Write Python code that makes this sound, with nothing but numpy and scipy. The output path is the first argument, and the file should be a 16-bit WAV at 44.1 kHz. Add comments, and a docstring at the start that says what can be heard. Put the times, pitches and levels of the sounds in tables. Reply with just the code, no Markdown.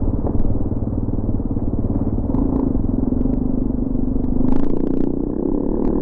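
"""A single-cylinder four-stroke dirt bike on a frozen lake, from a muffled camera on the rider's helmet.
It starts thumping with the throttle shut over a low drone, each firing ringing the pipe; a gear clunks
in, the chain rattles and wind buffets the microphone. At 2.3 s it picks up. From 4.5 s it barks almost
wide open through a strong gust, the hardest firings overloading the microphone with a hissing crackle.
In the last second another bike, revving higher, draws alongside."""
import sys
import numpy as np
from scipy import signal
from scipy.fft import rfft, irfft, next_fast_len
from scipy.io import wavfile
from scipy.ndimage import map_coordinates

SR = 44100
rng = np.random.default_rng(int(sys.argv[2]) if len(sys.argv) > 2 else 0)


def unload_audio(sound):
    """Save the sound as a 16-bit wav file, at the path given as the first command line argument."""
    columns = np.transpose(np.atleast_2d(sound))
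    # keep every value between -1 and 1, then stretch to whole-number steps
    steps = np.round(np.clip(columns, -1, 1) * 32767)
    wavfile.write(sys.argv[1], SR, steps.astype(np.int16))


N = 265064

# The camera's own tones. Each row: pitch in Hz, level in dB.
WHINE_TONES = [(4000, -97), (8000, -89)]
# Muffling by the camera housing. Each row: frequency in Hz, gain in dB.
HOUSING = [(20, 1.5), (500, 1), (1000, -9), (1300, -9), (1900, -15), (2500, -22.5), (3500, -42.5),
           (8000, -60.5)]
# Wind rumble on the microphone, and a low fluttering drone. Each row: frequency in Hz, gain in dB.
RUMBLE_COLOUR = [(5, -13.5), (14, -3.5), (30, -1), (45, -8.5), (62, -20), (90, -34), (160, -50), (500, -78),
                 (1000, -120)]
LOW_DRONE_COLOUR = [(30, -15.5), (55, 0.5), (80, -2), (112, -3.5), (160, -21), (500, -48.5), (1000, -110)]
# Their strength. Each row: time in seconds, level in dB.
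RUMBLE_LEVEL = [(0, -22.5), (1.8, -25.5), (2.3, -24.5), (3.6, -23.5), (4.3, -21), (4.7, -32), (6, -23.5)]
LOW_DRONE_LEVEL = [(0, -26), (1.8, -32), (2.3, -27.5), (3.1, -33.5), (3.6, -35), (4.4, -33.5), (4.9, -35),
                   (5.5, -38), (6, -40)]
# Gusts at the helmet. Each row: centre in seconds, length in seconds, gain in dB.
GUSTS = [(.42, 0.2, 14.5), (4.6, 0.54, 17), (5.02, 0.24, 11), (5.88, 0.2, 6)]
# Overload snaps, most in the strongest gust. Each row: start in seconds, relative level in dB.
SNAPS = [(0.3968, -46.5), (2.345, -49), (2.3487, -50), (2.3832, -52), (2.5629, -48), (2.5976, -49),
         (3.214, -50), (3.3372, -47), (4.2432, -48), (4.4822, -46), (4.486, -39.5), (4.5172, -48),
         (4.5215, -46), (4.5252, -40), (4.5342, -47.5), (4.5612, -37.5), (4.5648, -40), (4.5826, -53.5),
         (4.596, -38.5), (4.6012, -48), (4.6326, -41), (4.6444, -42.5), (4.6476, -46.5), (4.7003, -42.5),
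         (4.7714, -46.5), (4.8038, -44), (4.8725, -41.5), (4.9072, -50.5), (4.9386, -45), (4.9727, -42.5),
         (5.0071, -43), (5.0387, -40.5), (5.851, -42.5), (5.8772, -44)]
# Tone of a snap. Each row: frequency in Hz, gain in dB.
SNAP_COLOUR = [(200, 16), (800, 34), (1400, 30), (3000, 21), (8000, 6.5)]

# Chain rattles below the rider. Each row: centre in seconds, length in seconds, level in dB.
RATTLES = [(0.276, 0.034, -45), (1.597, .025, -50), (1.954, 0.02, -43), (1.996, 0.03, -44),
           (2.036, .025, -58), (2.061, .02, -43.5), (2.095, 0.027, -44.5)]
# Tone of the ticking links. Each row: frequency in Hz, gain in dB.
LINK_COLOUR = [(200, -13), (500, 3.5), (900, 4.5), (1300, -3.5), (1750, -17.5), (2250, -18.5),
               (2600, -30.5), (3200, -44.5), (8000, -66)]
# Gearbox and chassis knocks, the first as a gear engages. Each row: start in seconds, strength in dB.
KNOCKS = [(0.2659, -9), (.2728, -16), (0.293, -17), (.335, -24), (1.589, -20), (1.949, -19), (1.992, -20),
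          (2.0245, -22)]
# Modes of the frame. Each row: pitch in Hz, t60 in seconds, relative level in dB.
FRAME_MODES = [(430, 0.017, 0.5), (570, 0.018, 1.5), (713, 0.03, -1), (885, 0.026, -2),
               (1350, 0.018, -18.5), (1720, 0.02, -17), (2500, .02, -26.5)]

# Speed of the second bike. Each row: time in seconds, firings a second.
RIVAL_REVS = [(4.4, 38), (5.1, 38), (5.3, 43), (5.42, 44), (5.55, 48.5), (5.7, 45), (5.8, 44.5), (6.01, 46)]
# Its pipe and its rasp as it closes in. Each row: time in seconds, level in dB.
RIVAL_LEVEL = [(4.4, -33), (5.1, -38), (5.3, -28.5), (5.5, -23), (5.7, -27.5), (5.82, -24.5), (6.01, -24)]
RASP_LEVEL = [(5.1, -83), (5.25, -71), (5.37, -64.5), (5.55, -67.5), (5.75, -66), (5.88, -57), (6.0, -62)]
# Modes of its pipe. Each row: pitch in Hz, t60 in seconds, relative level in dB.
RIVAL_MODES = [(133, 0.033, -9.5), (296.3, 0.14, -5), (344.3, 0.026, 1), (460, 0.04, -7),
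               (730, 0.0065, -15)]
# Tone of its rasp. Each row: frequency in Hz, gain in dB.
RASP_COLOUR = [(300, -25.5), (900, -13), (1250, -7), (1500, -0.5), (1750, 1.5), (2000, -14.5), (2300, -20),
               (2800, -35), (8000, -68)]

# Speed of the rider's engine. Each row: time in seconds, firings a second.
REVS = [(0.0, 17.49), (0.42, 19.64), (0.68, 18.64), (1.17, 19.44), (1.39, 18.03), (2.29, 17.63),
        (2.36, 26.77), (2.57, 29.57), (2.79, 20.85), (3.18, 22.43), (3.3, 24.89), (4.09, 23.8),
        (4.46, 25.02), (4.71, 29.4), (5.18, 30.32), (5.59, 34.02), (5.7, 37.91), (6.01, 36.98)]
# The twist grip. Each row: time in seconds, opening from 0 (shut) to 1 (wide open).
THROTTLE = [(2.25, 0.042), (2.36, 0.56), (2.6, .64), (2.8, 0.2), (3.2, 0.54), (4.3, 0.43), (4.5, .62),
            (4.68, 0.89), (5.1, 0.88)]
# Surges of load. Each row: centre in seconds, length in seconds, exhaust gain in dB, churn gain in dB.
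SURGES = [(.28, 0.67, 0, 3), (1.99, 0.34, 2, 3), (2.36, 0.17, 3.5, 6), (2.58, 0.28, 3.5, 7.5),
          (3.2, 0.7, 3, 3.5), (4.54, 0.34, 5, 4.5), (4.92, 0.41, 6.5, -1.5), (5.5, 0.19, 2.5, -2),
          (5.87, 0.3, 4, 7.5)]
# Tone of the machinery, the exhaust gas and the blowdown pulse. Each row: frequency in Hz, gain in dB.
CHURN_COLOUR = [(60, -15), (160, 6.5), (280, 6), (420, 3.5), (600, -0.5), (800, -7), (1020, -12),
                (1300, -22), (1800, -37.5), (2300, -45.5), (3000, -55.5), (8000, -60)]
GAS_COLOUR = [(80, -8.5), (150, -12.5), (230, 1.5), (320, -2), (500, -8), (700, -22), (1000, -34),
              (1300, -38), (2000, -50), (3000, -69), (8000, -91.5)]
BARK_COLOUR = [(20, -38.5), (100, -23), (180, -4.5), (270, 0), (350, 3.5), (430, -7), (520, -13.5),
               (640, -18), (730, -16.5), (860, -24.5), (1000, -29), (1170, -39.5), (2000, -67.5),
               (8000, -110)]
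# Modes of the silencer shell. Each row: pitch in Hz, t60 in seconds, relative level in dB.
SHELL_MODES = [(700, 0.016, -6), (865, 0.015, 4), (985, 0.014, 0)]
# The shell's ring, louder under load. Each row: time in seconds, level in dB.
SHELL_LEVEL = [(.3, -52), (1, -62), (2.2, -57), (2.31, -45), (2.385, -38), (2.45, -48), (2.53, -36.5),
               (2.6, -36), (2.68, -52), (3.0, -60), (4.33, -58), (4.53, -35.5), (4.72, -45), (5.2, -50),
               (5.45, -44.5), (5.7, -44), (5.83, -39.5), (6.0, -40)]
# The silencer's voice, dipping between its notes and above them. Each row: frequency in Hz, gain in dB.
SILENCER_COLOUR = [(715, 0), (775, -5), (845, 1), (1020, 1.5), (1200, -7), (1500, -10)]
# Modes of the pipe. Each row: pitch in Hz, t60 in seconds, relative dB shut, half open and wide open.
PIPE_MODES = [(48.5, 0.13, -7.5, -12, -23.5), (98.1, 0.046, 1.5, -11, -30.5),
              (125.1, 0.055, -19, -9, -12.5), (232.5, 0.046, 3, -22, -3.5), (258, 0.09, -15, -4, -5.5),
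              (273.3, 0.04, 3, -4.5, -6.5), (325.3, 0.026, -7.5, -8, -3), (398, 0.022, -11.5, -18.5, -15.5),
              (526, 0.027, -16.5, -20.5, -22)]
# Narrow dips between those modes. Each row: frequency in Hz, gain in dB.
PIPE_DIPS = [(60, -0.5), (80, -4), (100, 1), (125, 1), (152, -8.5), (175, -3.5), (205, -1.5), (345, 1),
             (385, -9.5), (420, 0)]
# Base level of the exhaust in dB: throttle shut, half open, wide open.
EXHAUST_DB = [-23.5, -22.5, -30.5]

SHUT_HALF_OPEN = [0, .5, 1]
BARK_LAG_S = .0018  # from the valve opening to the blowdown pulse


def amp(db):
    """Decibels to gain."""
    return 10 ** (np.asarray(db) / 20)


def unit(x):
    """Scale to rms 1."""
    return x / np.sqrt(np.mean(x ** 2) + 1e-20)


def curve(rows):
    """One value per sample from (seconds, value) rows."""
    return np.interp(np.arange(N) / SR, *np.transpose(rows))


def swells(rows):
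    """Bell-shaped swells from (centre, length, height, ..) rows: one summed curve per height column."""
    centre, length, *heights = np.transpose(rows)
    bells = np.exp(-(2 * (np.arange(N) / SR - centre[:, None]) / length[:, None]) ** 2)
    return np.array(heights) @ bells


def wobble(rate):
    """A smooth random curve, rate knots a second."""
    return map_coordinates(rng.standard_normal(int(N * rate / SR) + 4), [np.arange(N) * rate / SR])


def colour(x, points):
    """Causal filter whose gain follows (Hz, dB) points."""
    size = 2 * next_fast_len(N // 2 + SR // 2)
    hz, db = np.transpose(points)
    gain = amp(np.interp(np.log(np.fft.rfftfreq(size, 1 / SR) + 1), np.log(hz + 1), db))
    cepstrum = irfft(np.log(gain))
    cepstrum[1:size // 2] *= 2
    cepstrum[size // 2 + 1:] = 0
    return irfft(rfft(x, size) * np.exp(rfft(cepstrum)), size)[:N]


def noise(points):
    """Coloured noise of rms 1."""
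    return unit(colour(rng.standard_normal(N), points))


def ring(hz, t60, db, rise_s, scatter_db, detune, sharpen=1):
    """One row of damped modes per blow, each a little different; db is blows x modes."""
    t = np.arange(SR // 12) / SR
    size = amp(db + np.reshape(scatter_db, (-1, 1)) * rng.standard_normal(db.shape))
    pitch = hz * sharpen * (1 + np.reshape(detune, (-1, 1)) * rng.standard_normal(db.shape))
    rows = 0
    for k in range(len(hz)):
        # low modes build up more slowly; rise_s belongs to the middle one
        attack = (1 - np.exp(-t * hz[k] / np.median(hz) / np.reshape(rise_s, (-1, 1)))) ** 2
        envelope = attack * amp(-60 * t / t60[k])
        envelope /= envelope.max(axis=1, keepdims=True)
        rows = rows - size[:, [k]] * np.sin(2 * np.pi * pitch[:, [k]] * t) * envelope
    return rows


def place(starts, rows):
    """Sum the rows, each from its starting sample."""
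    index = np.maximum(starts, 0)[:, None] + np.arange(rows.shape[1])
    return np.bincount(index.ravel(), rows.ravel(), N)[:N]


def firings(rate, phase):
    """The samples at which an engine passes the given share of its cycle."""
    cycles = np.floor(np.cumsum(rate) / SR - phase)
    return np.nonzero(np.diff(cycles) > 0)[0]


def at_level(rows, db, rate):
    """Size the pulses so that their train has the given rms."""
    return rows * (amp(db) * np.sqrt(SR / rate / np.sum(rows ** 2, axis=1)))[:, None]


def puffs(starts, t60, points):
    """Turbulent gas: coloured noise that jumps at each firing and dies away."""
    t = np.arange(SR // 12) / SR
    envelope = unit(place(starts, np.tile(amp(-60 * t / t60), (len(starts), 1))))
    return colour(rng.standard_normal(N) * envelope, points)


def camera_whine():
    """The electronics next to the microphone sing very faintly."""
    t = np.arange(N) / SR
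    return sum(np.sqrt(2) * amp(db) * np.sin(2 * np.pi * hz * t) for hz, db in WHINE_TONES)


def wind():
    """Right on the microphone, small eddies rumble; large ones swing the pressure slowly."""
    gust_db, = swells(GUSTS)
    eddy_hz = 12 * (1 + .25 * wobble(7.6))
    swing = unit(np.sin(2 * np.pi * np.cumsum(eddy_hz) / SR)) * amp(gust_db - 29.5)
    rumble = noise(RUMBLE_COLOUR) * amp(curve(RUMBLE_LEVEL))
    return rumble + swing


def low_drone():
    """A low fluttering drone, strongest while the engine idles."""
    return noise(LOW_DRONE_COLOUR) * amp(curve(LOW_DRONE_LEVEL))


def overload_crackle():
    """Each listed snap is the two corners of a crest flattened at the microphone, wider in a gust."""
    start_s, db = np.transpose(SNAPS)
    starts = (start_s * SR).astype(int)
    gust_db = swells(GUSTS)[0][starts]
    flat_s = .00046 * (1 + .02 * gust_db) * np.exp(.15 * rng.standard_normal(len(starts)))
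    width = np.round(flat_s * SR)[:, None]
    k = np.arange(SR // 200)
    corners = 1.0 * (k == 0) + (k == width)
    lost_cap = 2 * (k <= width) / (width + 1)
    return colour(place(starts, amp(db[:, None] - .5) * (corners - lost_cap)), SNAP_COLOUR)


def chain(ticks_per_s=680):
    """Below the rider, the slack chain rattles in bursts of dense ticks."""
    centre, length, db = np.transpose(RATTLES)
    shake, = swells(np.transpose([centre, length, amp(db)]))
    ticks = rng.standard_normal(N) * (rng.random(N) < ticks_per_s / SR)
    return unit(colour(ticks, LINK_COLOUR)) * shake


def knocks():
    """Short clunks ring through the frame, dulled by the camera housing."""
    start_s, db = np.transpose(KNOCKS)
    hz, t60, mode_db = np.transpose(FRAME_MODES)
    blows = ring(hz, t60, db[:, None] + mode_db - 4.5, rise_s=.0007, scatter_db=1.2, detune=.02)
    return colour(place((start_s * SR).astype(int), blows), HOUSING)


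def rival_bike():
    """A second single draws alongside; each firing rings its pipe and spits a short rasp."""
    rate = curve(RIVAL_REVS)
    starts = firings(rate, phase=.5087)
    starts = starts[starts > RIVAL_REVS[0][0] * SR]
    hz, t60, mode_db = np.transpose(RIVAL_MODES)
    pulses = ring(hz, t60, np.tile(mode_db, (len(starts), 1)), rise_s=.00095, scatter_db=4, detune=.02)
    pulses = at_level(pulses, curve(RIVAL_LEVEL)[starts], rate[starts])
    spit = puffs(starts, t60=.018, points=RASP_COLOUR)
    rasp = spit / np.std(spit[starts[0]:]) * amp(curve(RASP_LEVEL))
    return colour(place(starts, pulses), HOUSING) + rasp


def machinery(throttle, surge_db):
    """Chain, valves and tyres churn under the rider, receding as the throttle opens."""
    return noise(CHURN_COLOUR) * amp(-32.5 + surge_db - 8.5 * throttle ** 2 + .39 * wobble(60))


def silencer(starts, rate, throttle):
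    """Every pulse raps the damped silencer shell, sooner as the throttle opens."""
    hz, t60, mode_db = np.transpose(SHELL_MODES)
    pulses = ring(hz, t60, np.tile(mode_db, (len(starts), 1)), rise_s=.0014, scatter_db=1.3, detune=.02)
    pulses = at_level(pulses, curve(SHELL_LEVEL)[starts], rate[starts])
    lag_s = BARK_LAG_S / 2 + .011 * (1 - throttle[starts])
    return place(starts + (lag_s * SR).astype(int), pulses)


def bark(starts, throttle, surge_db):
    """With the throttle open the cylinder blows down in one hard pulse, nearly the same each firing."""
    db = -10.5 - 39 * (1 - throttle) + .38 * surge_db
    pulse = colour(signal.unit_impulse(N), BARK_COLOUR)[:SR // 12]
    size = amp(db[starts] + 1.2 * rng.standard_normal(len(starts)))
    lag_s = BARK_LAG_S + .00027 * rng.standard_normal(len(starts))
    return place(starts + (lag_s * SR).astype(int), size[:, None] * pulse / np.abs(pulse).max())


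def exhaust_pipe(starts, rate, throttle, level_db):
    """Each firing rings the pipe behind the rider: a dull thud with the throttle shut, a boom at half."""
    opening, firing_rate = throttle[starts], rate[starts]
    hz, t60, *db_by_throttle = np.transpose(PIPE_MODES)
    mode_db = np.transpose([np.interp(opening, SHUT_HALF_OPEN, db) for db in zip(*db_by_throttle)])
    # a fuller cylinder burns more evenly and blows down faster
    uneven = 1 - .7 * opening
    rise_s = np.interp(opening, SHUT_HALF_OPEN, [.006, .003, .0013])
    strength_db = level_db[starts] + .2 * uneven * rng.standard_normal(len(starts))
    # at high revs, hotter gas sharpens the pipe's upper notes
    heat = np.tanh(np.maximum(firing_rate - 24.5, 0) / 6)
    sharpen = 1 + .085 * heat[:, None] * (hz > 200)
    pulses = ring(hz, t60, mode_db, rise_s, scatter_db=.23 * uneven, detune=.0062 * uneven,
                  sharpen=sharpen)
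    pulses = at_level(pulses, strength_db, firing_rate)
    # combustion thumps faintly, a fifth of a cycle before the exhaust valve opens
    ignitions = starts - (.2 * SR / firing_rate).astype(int)
    thump_gain = amp(np.interp(opening, SHUT_HALF_OPEN, [-20, -20, -6]))
    thumps = place(ignitions, pulses * thump_gain[:, None])
    return colour(colour(place(starts, pulses) + thumps, PIPE_DIPS), HOUSING)


def own_bike():
    """The bike just below the microphone: pipe, gas, bark and silencer pulse over the machinery."""
    rate, throttle = curve(REVS), curve(THROTTLE)
    exhaust_surge_db, churn_surge_db = swells(SURGES)
    exhaust_db = np.interp(throttle, SHUT_HALF_OPEN, EXHAUST_DB) + exhaust_surge_db
    starts = firings(rate, phase=.315)
    pipe = exhaust_pipe(starts, rate, throttle, exhaust_db)
    gas = unit(puffs(starts, t60=.24, points=GAS_COLOUR)) * amp(exhaust_db - 9.5 - 4.5 * throttle ** 2)
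    churn = machinery(throttle, churn_surge_db)
    bite = bark(starts, throttle, exhaust_surge_db) + silencer(starts, rate, throttle)
    return pipe + colour(bite, SILENCER_COLOUR) + gas + churn


def scene():
    """Both bikes and the wind out on the ice, in mono at the helmet."""
    bikes = own_bike() + rival_bike() + knocks() + chain()
    return (bikes + wind() + low_drone() + overload_crackle() + camera_whine())[None]


def record(dry):
    """The camera's input flattens the tallest peaks and cuts off the top of the treble."""
    ceiling, hardness, top_hz = .5, 8, 8400
    clipped = dry / (1 + np.abs(dry / ceiling) ** hardness) ** (1 / hardness)
    return signal.sosfilt(signal.ellip(10, .1, 90, top_hz, fs=SR, output="sos"), clipped)


dry = scene()
out = record(dry)
unload_audio(out)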